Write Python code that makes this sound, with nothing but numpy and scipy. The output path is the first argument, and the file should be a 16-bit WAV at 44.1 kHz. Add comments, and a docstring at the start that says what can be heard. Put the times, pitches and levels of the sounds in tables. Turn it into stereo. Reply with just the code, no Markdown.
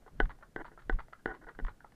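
"""Hard, hollow hoof knocks on a wet paved lane between hedges, heard from the saddle of a walking horse.
Each impact of a shoe excites the resonances of the hoof; now and then a shoe slides in stick-slip.
Once a stride a jolt thumps the microphone and the tack clicks, and the swaying rider bumps softly.
Other horses clop a little way ahead, over faint outdoor air. Only the left channel sounds."""
import sys
import numpy as np
from scipy import signal
from scipy.fft import rfft, irfft, next_fast_len
from scipy.io import wavfile

SR = 44100
rng = np.random.default_rng(int(sys.argv[2]) if len(sys.argv) > 2 else 0)


def log_audio(samples):
    """Write samples as a 16-bit WAV file to the path given in sys.argv[1]."""
    # one column per channel
    frames = np.atleast_2d(samples).T
    # limit to full scale, then quantise
    limited = np.clip(frames, -1, 1)
    pcm = np.round(limited * 32767).astype(np.int16)
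    wavfile.write(sys.argv[1], SR, pcm)


N = 85995
SIZE = 16384  # samples in one short event
T = np.arange(SIZE) / SR

# the ridden horse's shoes land, heel then toe:
# start_s, level_db, pitch_ratio, tilt_db_per_octave, sole_lift_db
HOOF_STRIKES = [(0.2016, -17.5, 1.018, 1.43, 10), (0.2087, -29.5, 1.012, -1, 26),
                (0.5615, -29, 1.05, -0.04, 7.5), (0.5750, -47, 1, -2.5, 6), (0.8962, -23, 1.026, 0.7, 8.5),
                (0.9030, -48, .985, 5.5, 26), (1.2581, -23.3, 1.0, 0, 5), (1.2752, -42.5, 1.02, 2, 10),
                (1.5890, -36.5, 1.033, 0, 9.5), (1.5986, -38, 1.0, -1, 9.5), (1.6024, -51.5, 1, -4, -7)]
# a shoe slides: start_s, length_s, level_db, swell_db
SHOE_SLIDES = [(0.063, 0.031, -52, -16), (0.577, 0.043, -39, 10.5), (0.715, 0.027, -53.5, -5),
               (1.276, 0.048, -36, -2.5), (1.323, 0.057, -48.5, -15), (1.413, 0.033, -50, 7),
               (1.467, 0.05, -47, -5)]
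# jolts through the saddle: centre_s, peak_db
STRIDE_JOLTS = [(0.235, -14), (0.937, -15.5), (1.648, -19)]
# bumps of saddle and rider: centre_s, level_db, width_s
SADDLE_BUMPS = [(0.12, -42, 0.0023), (0.154, -38.5, 0.0059), (0.191, -34.5, 0.0036), (0.343, -46, 0.019),
                (0.595, -39.5, 0.025), (0.675, -48, 0.024), (1.294, -36, 0.02), (1.404, -44, 0.012),
                (1.462, -45, 0.022), (1.628, -32.5, 0.014)]
# straps and buckles click: start_s, level_db, tilt_db_per_octave
TACK_CLICKS = [(0.2274, -52, -6), (0.2318, -49, 5), (0.234, -62, 6), (0.254, -53.5, 3.5),
               (0.2557, -64, 2.5), (0.2568, -46.5, 1), (0.9264, -49.5, 2.5), (0.9298, -50, -0.5),
               (0.944, -56, -14), (0.9555, -48, -8), (1.6492, -41, 0), (1.667, -47, -1), (1.671, -47.5, -2)]
# hooves of the horses ahead: start_s, level_db, pitch_hz, tilt_db_per_octave, scuff_decay_s
FAR_STRIKES = [(0.02, -55, 1540, -9, 0.0081), (0.077, -51.5, 1070, 0, 0.004),
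               (0.2941, -44.5, 1003, 2, 0.0025), (0.3031, -45.5, 1460, 4, 0.0038),
               (0.3065, -46.5, 1030, -2, 0.0061), (0.314, -52, 1900, 8, .002),
               (0.387, -59, 770, -1, 0.00073), (0.41, -57.5, 674, -1.5, 0.0055),
               (0.4251, -49, 1360, -1.5, 0.0016), (0.4301, -47, 1390, -1, 0.003),
               (0.6451, -46, 1320, -0.5, 0.0012), (0.6515, -42.5, 920, -1, 0.002),
               (0.660, -49.5, 1490, 6, 0.011), (0.68, -49, 1380, -5, 0.0029),
               (0.775, -45.5, 1380, -6.5, 0.0026), (0.790, -50, 1400, 2, 0.012),
               (0.819, -56, 1360, 6.5, 0.0041), (0.9874, -41, 1430, -2.5, 0.0045),
               (0.993, -40, 1470, 0.5, 0.0021), (1.0025, -42, 897, 3, 0.0023),
               (1.083, -53.5, 650, -2, 0.0004), (1.126, -50.5, 695, -2, 0.0019),
               (1.1315, -41.5, 1273, 4.5, 0.0018), (1.191, -59, 1500, 1, 0.0082),
               (1.341, -48.5, 1050, 3, 0.0012), (1.348, -48, 1100, 3.5, 0.006),
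               (1.487, -42, 1320, 0, 0.0072), (1.495, -53, 1270, -2.5, 0.0024),
               (1.549, -53.5, 1460, 2, 0.0041), (1.68, -47, 1460, 0.5, 0.00066),
               (1.683, -39, 1476, -3, 0.0013), (1.691, -48.5, 880, 4, 0.0049),
               (1.8047, -50.5, 1490, 2, 0.0015), (1.840, -63, 1230, -6, 0.00071),
               (1.8447, -45.5, 875, -7, .0005), (1.8462, -48.5, 1310, -5, 0.00072),
               (1.921, -58.5, 790, 6.5, 0.0019)]

# resonances: pitch_hz, lift_db, t60_s
HOLLOW_MODES = [(1468, 15, .055), (1680, 5, .025), (1870, 3, .016)]  # the hollow of the hoof
LOW_BODY_MODES = [(262, 3, .04), (340, 6.5, .045), (447, 8.5, .06)]  # the body of the hoof
FAR_HOOF_MODES = [(950, 2, .025), (1400, 2, .025), (4400, 3, .04)]  # hooves ahead: two hollow rings and the iron shoe

# spectral envelope of each source: frequency_hz, gain_db
KNOCK_SPECTRUM = [(50, -14.5), (130, 0), (350, 2), (600, -2.5), (1000, -3.5), (1280, -8), (1600, -2.5),
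                  (1970, -2.5), (2250, -22.5), (2580, -33), (2900, -18), (3500, -24.5), (3900, -29),
                  (4400, -38), (5500, -47), (8000, -67), (15000, -78)]
SCRAPE_SPECTRUM = [(50, -19), (130, -15), (350, 1), (600, -1.5), (950, 1), (1200, -7.5), (1600, -5),
                   (2000, -6), (2300, -24), (2600, -37), (3000, -23), (3600, -35), (4600, -42),
                   (8000, -51.5), (15000, -56.5)]
CLOTHES_SPECTRUM = [(30, 5), (70, -9.5), (150, -14), (300, -28.5), (700, -36.5), (2000, -45.5),
                    (8000, -70.5)]
BUMP_SPECTRUM = [(15, 5), (35, 7), (70, -21), (150, -14.5), (280, -16), (700, -42), (4000, -69)]
TACK_SPECTRUM = [(200, -19), (600, -10), (1050, 6), (1450, 2), (1900, 2), (2500, -15), (3500, -15),
                 (4200, -27), (6000, -33), (15000, -58)]
CLOP_SPECTRUM = [(100, -28.5), (450, -5), (700, 0), (880, 1), (1400, -0.5), (1950, -1.5), (2500, -16.5),
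                 (3300, -17), (4500, -22.5), (6000, -55), (15000, -57.5)]
AIR_SPECTRUM = [(15, -4.5), (32, -2), (65, -18.5), (150, -14.5), (300, -21), (600, -26), (1000, -34),
                (1600, -32), (2000, -37.5), (2500, -40.5), (4300, -42.5), (5500, -43), (10000, -45),
                (15000, -51)]

SOLE_HZ, SOLE_T60_S = 762, 0.05
NEAR_ECHO_DB, FAR_ECHO_DB = -19.5, -7.5  # scattered sound relative to direct sound


def ridden_hooves(grit_decay_s=0.003, grit_low_hz=3900):
    """Impact excitation: a blow and a crunch of grit ring the hoof's hollow, body and sole."""
    out = np.zeros(N)
    highpass = signal.butter(2, grit_low_hz, "high", fs=SR)
    for start_s, level_db, pitch_ratio, tilt_db, sole_db in HOOF_STRIKES:
        force = (T == 0) + signal.lfilter(*highpass, noise_burst(grit_decay_s))
        knock = resonate(colour(force, KNOCK_SPECTRUM, tilt_db), HOLLOW_MODES, pitch_ratio)
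        knock = resonate(knock, LOW_BODY_MODES + [(SOLE_HZ, sole_db, SOLE_T60_S)])
        knock = at_level(disperse(knock, stages=3), level_db)
        add(out, start_s, hedge_scatter(knock, NEAR_ECHO_DB))
    return out


def sliding_shoes(slips_per_s=1600, hiss_db=1, sole_db=5):
    """Stick-slip friction: a shoe catches and slips at random, driving the modes of the same hoof."""
    out = np.zeros(N)
    modes = HOLLOW_MODES + LOW_BODY_MODES + [(SOLE_HZ, sole_db, SOLE_T60_S)]
    for start_s, length_s, level_db, swell_db in SHOE_SLIDES:
        slips = unit((rng.random(SIZE) < slips_per_s / SR) * rng.standard_normal(SIZE))
        hiss = from_db(hiss_db) * unit(rng.standard_normal(SIZE))
        envelope = (T < length_s) * from_db(swell_db * np.minimum(T / length_s, 1))
        scrape = resonate(colour((slips + hiss) * envelope, SCRAPE_SPECTRUM), modes)
        add(out, start_s, hedge_scatter(at_level(scrape, level_db, length_s), NEAR_ECHO_DB))
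    return out


def stride_jolts(rocking_hz=29.2, width_s=0.015, rustle_db=-13, rustle_width_s=0.043):
    """Structure-borne vibration: each stride briefly rocks the microphone as the clothes rustle."""
    out = np.zeros(N)
    clothes = steady_noise(CLOTHES_SPECTRUM)
    for centre_s, peak_db in STRIDE_JOLTS:
        t = np.arange(N) / SR - centre_s
        rocking = -np.cos(2 * np.pi * rocking_hz * t) * np.exp(-.5 * (t / width_s) ** 2)
        rustle = from_db(rustle_db) * clothes * np.exp(-np.abs(t) / rustle_width_s)
        out += from_db(peak_db) * (rocking + rustle)
    return out


def saddle_bumps():
    """Soft contact carries little treble: the rider's sway gives smooth swells of low noise."""
    t = np.arange(N) / SR
    envelope = sum(from_db(level_db) * np.exp(-.5 * ((t - centre_s) / width_s) ** 2)
                   for centre_s, level_db, width_s in SADDLE_BUMPS)
    return envelope * steady_noise(BUMP_SPECTRUM)


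def tack(rattle_decay_s=0.002):
    """Damped transients: a strap or buckle clicks, then settles in a brief rattle."""
    out = np.zeros(N)
    for start_s, level_db, tilt_db in TACK_CLICKS:
        force = (T == 0) + noise_burst(rattle_decay_s)
        add(out, start_s, at_level(colour(force, TACK_SPECTRUM, tilt_db), level_db))
    return out


def horses_ahead(knock_cutoff_hz=2410, lift_db=12, ring_cycles=19, scuff_db=-7, scuff_rise_s=0.0026):
    """Distance raises the share of scattered sound around each rounded knock and scuff of grit."""
    out = np.zeros(N)
    knock = unit(signal.lfilter(*signal.butter(2, knock_cutoff_hz, fs=SR), 1. * (T == 0)))
    for start_s, level_db, pitch_hz, tilt_db, decay_s in FAR_STRIKES:
        scuff = noise_burst(decay_s, attack=np.minimum(T / scuff_rise_s, 1))
        scuff_gain = from_db(scuff_db) * np.sqrt(decay_s / 0.0001)  # scuff_db at 0.1 ms; longer is stronger
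        modes = [(pitch_hz, lift_db, ring_cycles / pitch_hz)] + FAR_HOOF_MODES
        clop = resonate(colour(knock + scuff_gain * scuff, CLOP_SPECTRUM, tilt_db), modes)
        clop = at_level(disperse(clop, stages=2), level_db)
        add(out, start_s, hedge_scatter(clop, FAR_ECHO_DB))
    return out


def hedge_scatter(x, echo_db, t60_s=0.13, rise_s=0.0024):
    """Diffuse reflection: the lane and its hedges add a short tail to the direct sound."""
    response = noise_burst(t60_s / np.log(1000), attack=np.minimum(T / rise_s, 1))
    return x + from_db(echo_db) * signal.fftconvolve(x, response)[:SIZE]


def outdoor_air(level_db=-55.5):
    """Stationary ambient noise: a faint rumble under an even hiss."""
    return from_db(level_db) * steady_noise(AIR_SPECTRUM)


def resonate(x, modes, pitch_ratio=1):
    """Resonance: each damped mode lifts a narrow band and lets it ring on."""
    for pitch_hz, lift_db, t60_s in modes:
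        radius = np.exp(-np.log(1000) / (t60_s * SR))
        band = signal.lfilter([1, 0, -1], pole_pair(pitch_hz * pitch_ratio, radius), x + 1e-18)
        x = x + (from_db(lift_db) - 1) * (1 - radius ** 2) / 2 * band
    return x


def disperse(x, stages, centre_hz=1100, width_hz=710):
    """Dispersion: each all-pass stage delays the middle frequencies by about a millisecond."""
    poles = pole_pair(centre_hz, np.exp(-np.pi * width_hz / SR))
    for _ in range(stages):
        x = signal.lfilter(poles[::-1], poles, x)
    return x


def pole_pair(pitch_hz, radius):
    """Feedback coefficients of a damped harmonic oscillator."""
    return np.array([1, -2 * radius * np.cos(2 * np.pi * pitch_hz / SR), radius ** 2])


def colour(x, spectrum, tilt_db=0):
    """Minimum-phase filtering: impose a spectral envelope, tilted by tilt_db per octave."""
    size = 2 * next_fast_len(len(x))
    octave = np.log2(np.maximum(np.fft.rfftfreq(size, 1 / SR), 10))
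    frequency_hz, gain_db = np.transpose(spectrum)
    curve_db = np.interp(octave, np.log2(frequency_hz), gain_db) + tilt_db * octave
    cepstrum = irfft(np.log(from_db(curve_db)))
    cepstrum[1:size // 2] *= 2  # folding onto positive time makes the filter causal
    cepstrum[size // 2 + 1:] = 0
    return irfft(rfft(x, size) * np.exp(rfft(cepstrum)))[:len(x)]


def noise_burst(decay_s, attack=1):
    """Exponentially decaying noise with the energy of a unit impulse."""
    return unit(rng.standard_normal(SIZE) * np.exp(-T / decay_s) * attack)


def steady_noise(spectrum):
    """Spectrally shaped noise of rms 1, as long as the scene."""
    return unit(colour(rng.standard_normal(N), spectrum), N / SR)


def unit(x, seconds=1 / SR):
    """Normalise to the energy of a sound of rms 1 that lasts this long."""
    return x * np.sqrt(seconds * SR / (np.sum(x ** 2) + 1e-20))


def at_level(x, level_db, seconds=0.01):
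    """Set the equivalent level: the sound's energy averaged over this duration."""
    return from_db(level_db) * unit(x, seconds)


def from_db(db):
    """Amplitude ratio of a level in decibels."""
    return 10 ** (np.asarray(db) / 20)


def add(out, start_s, x):
    """Superpose a sound at its start time."""
    start = int(start_s * SR)
    out[start:start + len(x)] += x[:N - start]


def scene():
    """Superposition: all sources sum in the left channel; the right is silent."""
    hooves = ridden_hooves() + sliding_shoes() + horses_ahead()
    riding = tack() + stride_jolts() + saddle_bumps()
    return np.array([hooves + riding + outdoor_air(), np.zeros(N)])


def record(dry):
    """Band limiting: a steep low-pass removes the treble above 15.3 kHz."""
    return signal.sosfilt(signal.ellip(10, .1, 80, 15300, fs=SR, output="sos"), dry)


dry = scene()
out = record(dry)
log_audio(out)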